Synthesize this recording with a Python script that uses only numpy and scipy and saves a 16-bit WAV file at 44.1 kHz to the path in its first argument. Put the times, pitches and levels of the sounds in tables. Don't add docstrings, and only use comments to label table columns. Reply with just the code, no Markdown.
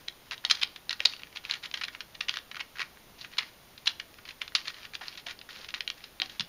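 import sys
import numpy as np
from scipy import signal
from scipy.fft import rfft, irfft
from scipy.io import wavfile
from scipy.ndimage import uniform_filter1d

SR = 44100
rng = np.random.default_rng(int(sys.argv[2]) if len(sys.argv) > 2 else 0)


def store_wav(level_fs):
    pcm = np.round(np.clip(np.atleast_2d(level_fs), -1, 1) * 32767)
    wavfile.write(sys.argv[1], SR, pcm.T.astype(np.int16))


def how_loud(loudness_db):
    steps = np.asarray(loudness_db, float) / 20
    return 10 ** steps


N = 286076

# pitch_hz, density_db
AIR_SPECTRUM = [(18, 1), (30, 1), (130, 0), (300, -2), (700, -4), (1500, -7.5), (3500, -8.5), (6500, -14.5),
                (9000, -16), (15000, -14.5)]
AIR_RMS_DB = -55.5

# start_s, length_ms, level_db, pitch_hz
SCRAPES = [(0, 17, -57.5, 3300), (.255, 40, -60, 2520), (.315, 23, -36, 2200), (.458, 18, -45.5, 3560),
           (.519, 88, -48, 3300), (0.611, 33, -43, 3030), (.905, 78, -59, 3180), (1.019, 18, -44, 3100),
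           (1.066, 80, -48.5, 3240), (1.35, 29, -46, 2830), (1.436, 140, -48.5, 2560),
           (1.625, 37, -44, 2780), (1.748, 52, -50, 2660), (1.812, 25, -50, 3100), (1.872, 24, -56, 2400),
           (1.925, 38, -53.5, 2360), (2.219, 21, -47, 3000), (2.3, 88, -48.5, 2800), (2.538, 64, -69, 2410),
           (2.755, 100, -51.5, 2300), (3.18, 83, -52, 3560), (3.314, 180, -54.5, 2580),
           (3.389, 41, -48, 2324), (3.885, 21, -42.5, 2900), (4.251, 71, -54, 2900), (4.403, 66, -57, 2815),
           (4.566, 51, -47, 3160), (4.642, 72, -48.5, 3000), (4.735, 133, -52.5, 2650),
           (4.936, 21, -44.5, 3300), (5.013, 79, -47.5, 3000), (5.091, 55, -53, 3040),
           (5.173, 33, -48.5, 3160), (5.268, 57, -43, 2730), (5.49, 170, -49, 3200), (5.684, 25, -48, 3000),
           (5.75, 37, -49.5, 2830), (5.97, 115, -57, 3300), (6.22, 52, -52, 3400), (6.289, 85, -53, 3300)]

TICKS_PER_S, TICK_OVER_SCRAPE_DB, TICK_SCATTER_DB = 22, 11.5, 4
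TICK_SWELL_MS, TICK_FADE_MS, TICK_PITCH_SPREAD = 1.7, 2.03, 0.16

# start_s, level_db, pitch_hz, swell_ms, fade_ms (to a third)
CLICK_EVENTS = [(0.0788, -36, 3500, 2, 4.3), (0.0834, -22.5, 3600, 0.36, 1.1),
                (0.3105, -25.5, 2860, 0.12, 3.6), (.3173, -30, 2460, 1.2, 1.6),
                (.3786, -34.5, 3470, 0.39, 1.8), (.4393, -40, 1580, 1, 5.9),
                (0.4497, -13.5, 3560, 0.29, 2.7), (0.4987, -17.5, 3380, 0.81, 4.1),
                (0.5069, -9, 3800, 6, 4.1), (0.5465, -28, 3730, 7.3, 1.8), (0.6134, -23.5, 3220, 4, 2.5),
                (0.6215, -23, 2910, 0.79, 4.7), (0.6295, -13, 3400, 4.9, 1.1),
                (0.7602, -32, 3000, 0.91, 3.6), (.894, -17.5, 3860, .6, 1.5),
                (0.9064, -22.5, 2900, 1.3, 5.6), (0.928, -22.5, 3620, 0.21, 4.1),
                (.995, -39, 2620, .6, 2.2), (1.003, -17, 2840, 1.35, 1.3), (1.0517, -5.5, 3820, 5.53, 2.1),
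                (1.1352, -29, 2600, 0.63, 2.5), (1.164, -36.5, 3080, .5, 3), (1.193, -42, 2420, 1.6, 6),
                (1.2192, -41, 2760, .9, 2.4), (1.234, -29, 2850, 0.11, 0.89),
                (1.268, -43.5, 2210, 2.6, 2.5), (1.326, -44.5, 2530, 1.7, 5.5),
                (1.36, -33, 2820, 0.93, 2.9), (1.3702, -28, 2880, .5, 5.4),
                (1.451, -27.5, 2670, 0.23, 0.98), (1.496, -25, 2630, 1.4, 5.9),
                (1.5105, -15, 3650, .8, 1.35), (1.5193, -28, 2530, 0.39, 11), (1.5366, -23.5, 3300, 3, 3.6),
                (1.6339, -31, 2890, 4.2, 4.1), (1.6525, -29, 2470, 7.5, 1.97),
                (1.713, -31.5, 3270, 0.35, 1.8), (1.7392, -20.5, 3100, 2.5, 5.1),
                (1.7731, -29, 3130, .35, 4.3), (1.8118, -27, 2450, .6, 11.4),
                (1.835, -23.5, 3040, 2.5, 6.5), (1.8499, -29.5, 3140, 1.3, 2.8),
                (1.8799, -28, 2290, 3.1, 5.1), (1.9482, -30, 2270, 1.3, 2.1),
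                (2.0053, -27, 3000, 0.54, 6.4), (2.1462, -35, 2900, 6.5, 3.4),
                (2.2059, -19.5, 2900, 5, 3.3), (2.2829, -20, 3000, 3.2, 2.9),
                (2.2925, -14.5, 2930, 0.74, 2.9), (2.3398, -26.5, 2770, 0.34, 3),
                (2.3568, -32, 3410, 2.3, 4.3), (2.3708, -21.5, 2830, .6, 0.92),
                (2.387, -31.5, 2720, 0.84, 1.6), (2.5129, -30.5, 2500, 2, 4.7),
                (2.545, -32, 2240, 1.7, 0.64), (2.5546, -34, 2910, 0.57, 4.3),
                (2.5663, -32, 2170, 0.55, 4.2), (2.595, -30.5, 2500, .6, 4), (2.6016, -28, 2650, 7, 4),
                (2.768, -38, 1800, 1.1, 3.4), (2.7838, -32, 2360, 1.5, 1.4), (2.7939, -26, 2615, 0.91, 2.6),
                (2.8004, -26.5, 2145, 3.9, 7), (2.8157, -23.5, 2490, 0.55, 4.3),
                (2.8264, -27.5, 2320, 2.3, 2.4), (2.9718, -44, 1840, 0.75, 1.8),
                (3.211, -35.5, 4105, 0.7, 7.5), (3.2428, -34.5, 2267, 5.5, 3.9), (3.37, -37, 2980, 0.75, 3),
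                (3.3813, -15.5, 3620, 4, 5.2), (3.407, -34, 2200, .9, 5.2), (3.422, -48, 2110, 2.8, 8.9),
                (3.7773, -37.5, 3430, 2.2, 3.4), (3.8575, -29, 3810, 1.4, 21), (3.8704, -16, 2900, 1.15, 2),
                (3.875, -11.5, 3600, .5, 2.6), (3.9974, -25, 2480, 2.5, 2.9), (4.142, -39, 2400, 0.35, .5),
                (4.184, -42.5, 2010, 2.8, 5.6), (4.2524, -38.5, 2670, 0.59, 8.1),
                (4.2883, -33, 3180, 1.2, 4.8), (4.3055, -35.5, 2490, 3.7, 2.2),
                (4.4131, -35, 2770, .3, 1.1), (4.416, -22, 2820, 1.1, 3.5), (4.478, -30.5, 3180, 0.39, 2.2),
                (4.521, -42, 1490, 0.86, 1), (4.5495, -10.5, 3880, 2, 9), (4.6727, -30.5, 2720, 0.38, 14),
                (4.681, -24, 3570, .2, 1.2), (4.7427, -36, 3630, 1, 4.4), (4.8485, -32.5, 2960, 4.8, 3.2),
                (4.9355, -35, 1800, 0.26, 2.9), (4.943, -36.5, 4060, 2.4, 3), (5.0102, -36, 1710, 1.3, 21),
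                (5.0822, -24, 3700, .35, 0.35), (5.1507, -39, 2695, 4.9, 1.4),
                (5.1742, -33.5, 3530, 1, 6.7), (5.263, -28, 3050, 5.8, 2.7),
                (5.39, -36.5, 3910, 0.52, 2.18), (5.4135, -35.5, 2780, 1.4, 2.3),
                (5.4897, -37, 1910, .3, 3.6), (5.644, -34, 2773, 2.4, 2.4), (5.6838, -30.5, 3270, 5.6, 2.4),
                (5.7407, -22, 3080, 0.12, 1), (5.7448, -24, 3200, 0.12, 3.9),
                (5.7782, -46, 3900, 2.15, 0.75), (5.8063, -20, 3330, 0.38, 2.2),
                (5.8768, -19, 3300, .4, 1.6), (5.901, -20.5, 3300, 0.62, 1.6),
                (6.0396, -34, 3860, 0.22, 5.5), (6.2002, -22.5, 3300, .24, 0.66),
                (6.2186, -11.5, 3640, 0.11, 0.13), (6.2585, -36, 3120, 1.2, 1.6),
                (6.2934, -35, 3390, 4.7, 5.3), (6.3964, -18.5, 3820, 0.22, 2.9),
                (6.406, -19, 3780, 1.46, 3.6)]
BREADTH, BROADEN_PER_MS, NARROW_PER_KHZ = 0.76, 0.019, 0.12

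# start_s, level_db, pitch_hz
PING_EVENTS = [(.084, -26, 3470), (.4502, -11.5, 3750), (.512, -12.5, 4120), (2.609, -28.5, 2200),
               (2.756, -39, 1590), (3.247, -34, 2100), (3.392, -20, 2140), (3.424, -31, 2130),
               (3.875, -16, 3810), (4.6815, -24.5, 3650), (6.2003, -24, 3300), (6.219, -14.5, 3300),
               (6.2335, -34, 3470), (6.396, -28, 3550), (6.408, -29, 2150)]
PING_T60_S, PING_PAIR_RATIO = 0.016, 1.14

# pitch_hz, level_db, t60_s
SHELL_MODES = [(1256, -30, 0.036), (1930, 8, 0.047), (2200, 21.5, 0.0027), (2900, 14.5, 0.0045),
               (3300, 1.5, 0.0058), (4030, -5, 0.016), (4500, 18.5, 0.0045), (4930, 10, 0.0048),
               (6900, -5, 0.015)]
# pitch_hz, gain_db
SMALL_PIECE_RADIATION = [(150, -22), (500, -12), (1000, 0), (2000, 0.5), (5000, 0.5), (7000, -8.5),
                         (9000, -18), (11300, -7.5), (12300, -44)]

# delay_ms, level_db
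ROOM_SLAPS = [(13.3, -24.5), (41, -26)]
# pitch_hz, t60_s
ROOM_DECAY = [(500, 0.42), (1500, 0.19), (3500, 0.1), (9000, 0.05)]
TAIL_ENERGY_DB = -11.5

# start_s, level_db, pitch_hz, t60_s
THUD_EVENTS = [(1.005, -38, 610, 0.035), (1.055, -38, 547, 0.05), (2.797, -44, 454, .04),
               (5.013, -43.5, 724, 0.11), (5.268, -41.5, 727, 0.099), (5.598, -41.5, 499, 0.042),
               (6.204, -49, 319, 0.44), (6.22, -41, 853, 0.19), (6.397, -39, 160, 0.2),
               (6.396, -39.5, 1010, 0.078)]
# pitch_ratio, level_db
THUD_CLUSTER = [(.7, -17.5), (.8, -12.5), (.92, -17.5), (1.01, -4.5), (1.13, -12), (1.3, -6), (1.5, -12)]
THUD_DETUNE = 0.054

# pitch_hz, width_hz (half width, at 1/e of the depth), depth_db
TREBLE_GAPS = [(7896, 480, -22.5), (11250, 320, -4)]
TOP_HZ = 15600


def colour(x, points):
    hz, db = np.transpose(points)
    f = np.maximum(np.arange(len(x) // 2 + 1) * SR / len(x), 1)
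    gain = how_loud(np.interp(np.log(f), np.log(hz), db))
    return irfft(rfft(x) * gain, len(x))


def unit(x):
    return x / np.sqrt(np.mean(x ** 2))


def add(out, start_s, x):
    i = int(start_s * SR)
    out[i:i + len(x)] += x[:len(out) - i]


def ring(hz, db, t60, phase, seconds):
    t = np.arange(int(seconds * SR))[:, None] / SR
    modes = how_loud(db - 60 * t / t60) * np.sin(2 * np.pi * hz * t + phase)
    return modes.sum(axis=1)


def air():
    return how_loud(AIR_RMS_DB) * unit(colour(rng.standard_normal(N), AIR_SPECTRUM))


def contacts(count, rate, scatter_db):
    when = rng.random(count)
    sign, force = rng.standard_normal((2, count))
    return (when < rate / SR) * np.sign(sign) * how_loud(scatter_db * force)


def dull_ring(x, centre_hz, breadth, crack_db):
    b, a = signal.iirpeak(centre_hz, 1 / np.clip(breadth, .3, 1.5), SR)
    x = np.append(x, np.zeros(400))
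    return signal.lfilter(b, a, x) + how_loud(crack_db) * x


def scrape():
    out = np.zeros(N)
    t_ms = np.arange(10000) * 1000 / SR
    for start_s, length_ms, db, centre_hz in SCRAPES:
        grip = np.clip(np.minimum(t_ms / 4, (length_ms + 15 - t_ms) / 25), 0, 1)
        wander = unit(uniform_filter1d(rng.standard_normal(10000), size=150))
        grip = grip * how_loud(2.37 * wander)
        touches = contacts(count=10000, rate=7000, scatter_db=4.5)
        ticks = dull_ring(touches, centre_hz, breadth=1.5, crack_db=-29)
        add(out, start_s, how_loud(db) * unit(ticks)[:10000] * grip)
    return out


def rattle(out_size, rows):
    out = np.zeros(out_size)
    t_ms = np.arange(1500) * 1000 / SR
    for start_s, db, centre_hz, swell_ms, fade_ms in rows:
        swell_ms, fade_ms = max(swell_ms, .05), max(fade_ms, .1)
        swell = how_loud(-14 * (1 - t_ms / swell_ms))
        fade = how_loud(-10 * (t_ms - swell_ms) / fade_ms)
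        touches = contacts(count=1500, rate=9000, scatter_db=4.5) * np.where(t_ms < swell_ms, swell, fade)
        touches[int(swell_ms * SR / 1000)] = 0.47
        breadth = BREADTH + BROADEN_PER_MS * (swell_ms + fade_ms) - NARROW_PER_KHZ * centre_hz / 1000
        burst = dull_ring(touches, centre_hz, breadth, crack_db=-28.5 + 0.16 * db)
        loudest = np.sqrt(2 * uniform_filter1d(burst ** 2, size=52).max())
        add(out, start_s, how_loud(db) * burst / loudest)
    return out


def loose_ticks():
    rows = []
    for start_s, length_ms, db, centre_hz in SCRAPES:
        times_s = np.cumsum(rng.exponential(size=8)) / TICKS_PER_S
        chance = rng.standard_normal((8, 2))
        for t, (z_db, z_hz) in zip(times_s, chance):
            if t < length_ms / 1000:
                tick_db = db + TICK_OVER_SCRAPE_DB + TICK_SCATTER_DB * z_db
                tick_hz = centre_hz * np.exp(TICK_PITCH_SPREAD * z_hz)
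                rows.append((start_s + t, tick_db, tick_hz, TICK_SWELL_MS, TICK_FADE_MS))
    return rattle(N, rows)


def clicks():
    return rattle(N, CLICK_EVENTS)


def pings():
    out = np.zeros(N)
    for start_s, db, hz in PING_EVENTS:
        pair_hz = hz * np.array([1, PING_PAIR_RATIO])
        pair_db = db - np.array([4, 6])
        add(out, start_s, ring(pair_hz, pair_db, PING_T60_S, phase=0, seconds=.06))
    return out


def shell(x):
    hz, db, t60 = np.transpose(SHELL_MODES)
    modes = ring(hz, db, t60, phase=0, seconds=.03)
    modes = modes / np.sqrt(np.sum(modes ** 2))
    x = x + how_loud(-18.5) * signal.fftconvolve(x, modes)[:N]
    return colour(x, SMALL_PIECE_RADIATION)


def room_response():
    t = np.arange(int(.4 * SR)) / SR
    hz, t60 = np.transpose(ROOM_DECAY)
    tail = 0
    for k in range(len(hz)):
        band_db = np.where(np.arange(len(hz)) == k, 0, -18)
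        band = colour(rng.standard_normal(len(t)), list(zip(hz, band_db)))
        tail = tail + band * how_loud(-60 * t / t60[k])
    tail = tail * np.minimum(t / 0.0036, 1)
    response = how_loud(TAIL_ENERGY_DB) * tail / np.sqrt(np.sum(tail ** 2))
    for delay_ms, db in ROOM_SLAPS:
        slap = unit(rng.standard_normal(16)) / 4
        add(response, delay_ms / 1000, how_loud(db) * slap)
    return response


def thuds():
    out = np.zeros(N)
    ratio, mode_db = np.transpose(THUD_CLUSTER)
    for start_s, db, hz, t60 in THUD_EVENTS:
        detune, side = rng.standard_normal((2, len(ratio)))
        mode_hz = hz * ratio * (1 + THUD_DETUNE * detune)
        phase = np.pi * (side < 0)
        add(out, start_s, ring(mode_hz, db + mode_db, t60 / ratio, phase, seconds=.4))
    return out


def scene():
    puzzle = shell(scrape() + loose_ticks() + clicks() + pings())
    reply = signal.fftconvolve(puzzle, room_response())[:N]
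    return (puzzle + reply + thuds() + air())[None]


def band_limit(x):
    return signal.sosfilt(signal.butter(12, 16500, fs=SR, output="sos"), x)


def record(dry):
    f = np.arange(N // 2 + 1) * SR / N
    gap_db = sum(depth_db * np.exp(-np.abs((f - hz) / width_hz) ** 1.53)
                 for hz, width_hz, depth_db in TREBLE_GAPS)
    mix = irfft(rfft(dry) * how_loud(gap_db) * (f < TOP_HZ), N)
    return band_limit(mix)


dry = scene()
out = record(dry)
store_wav(out)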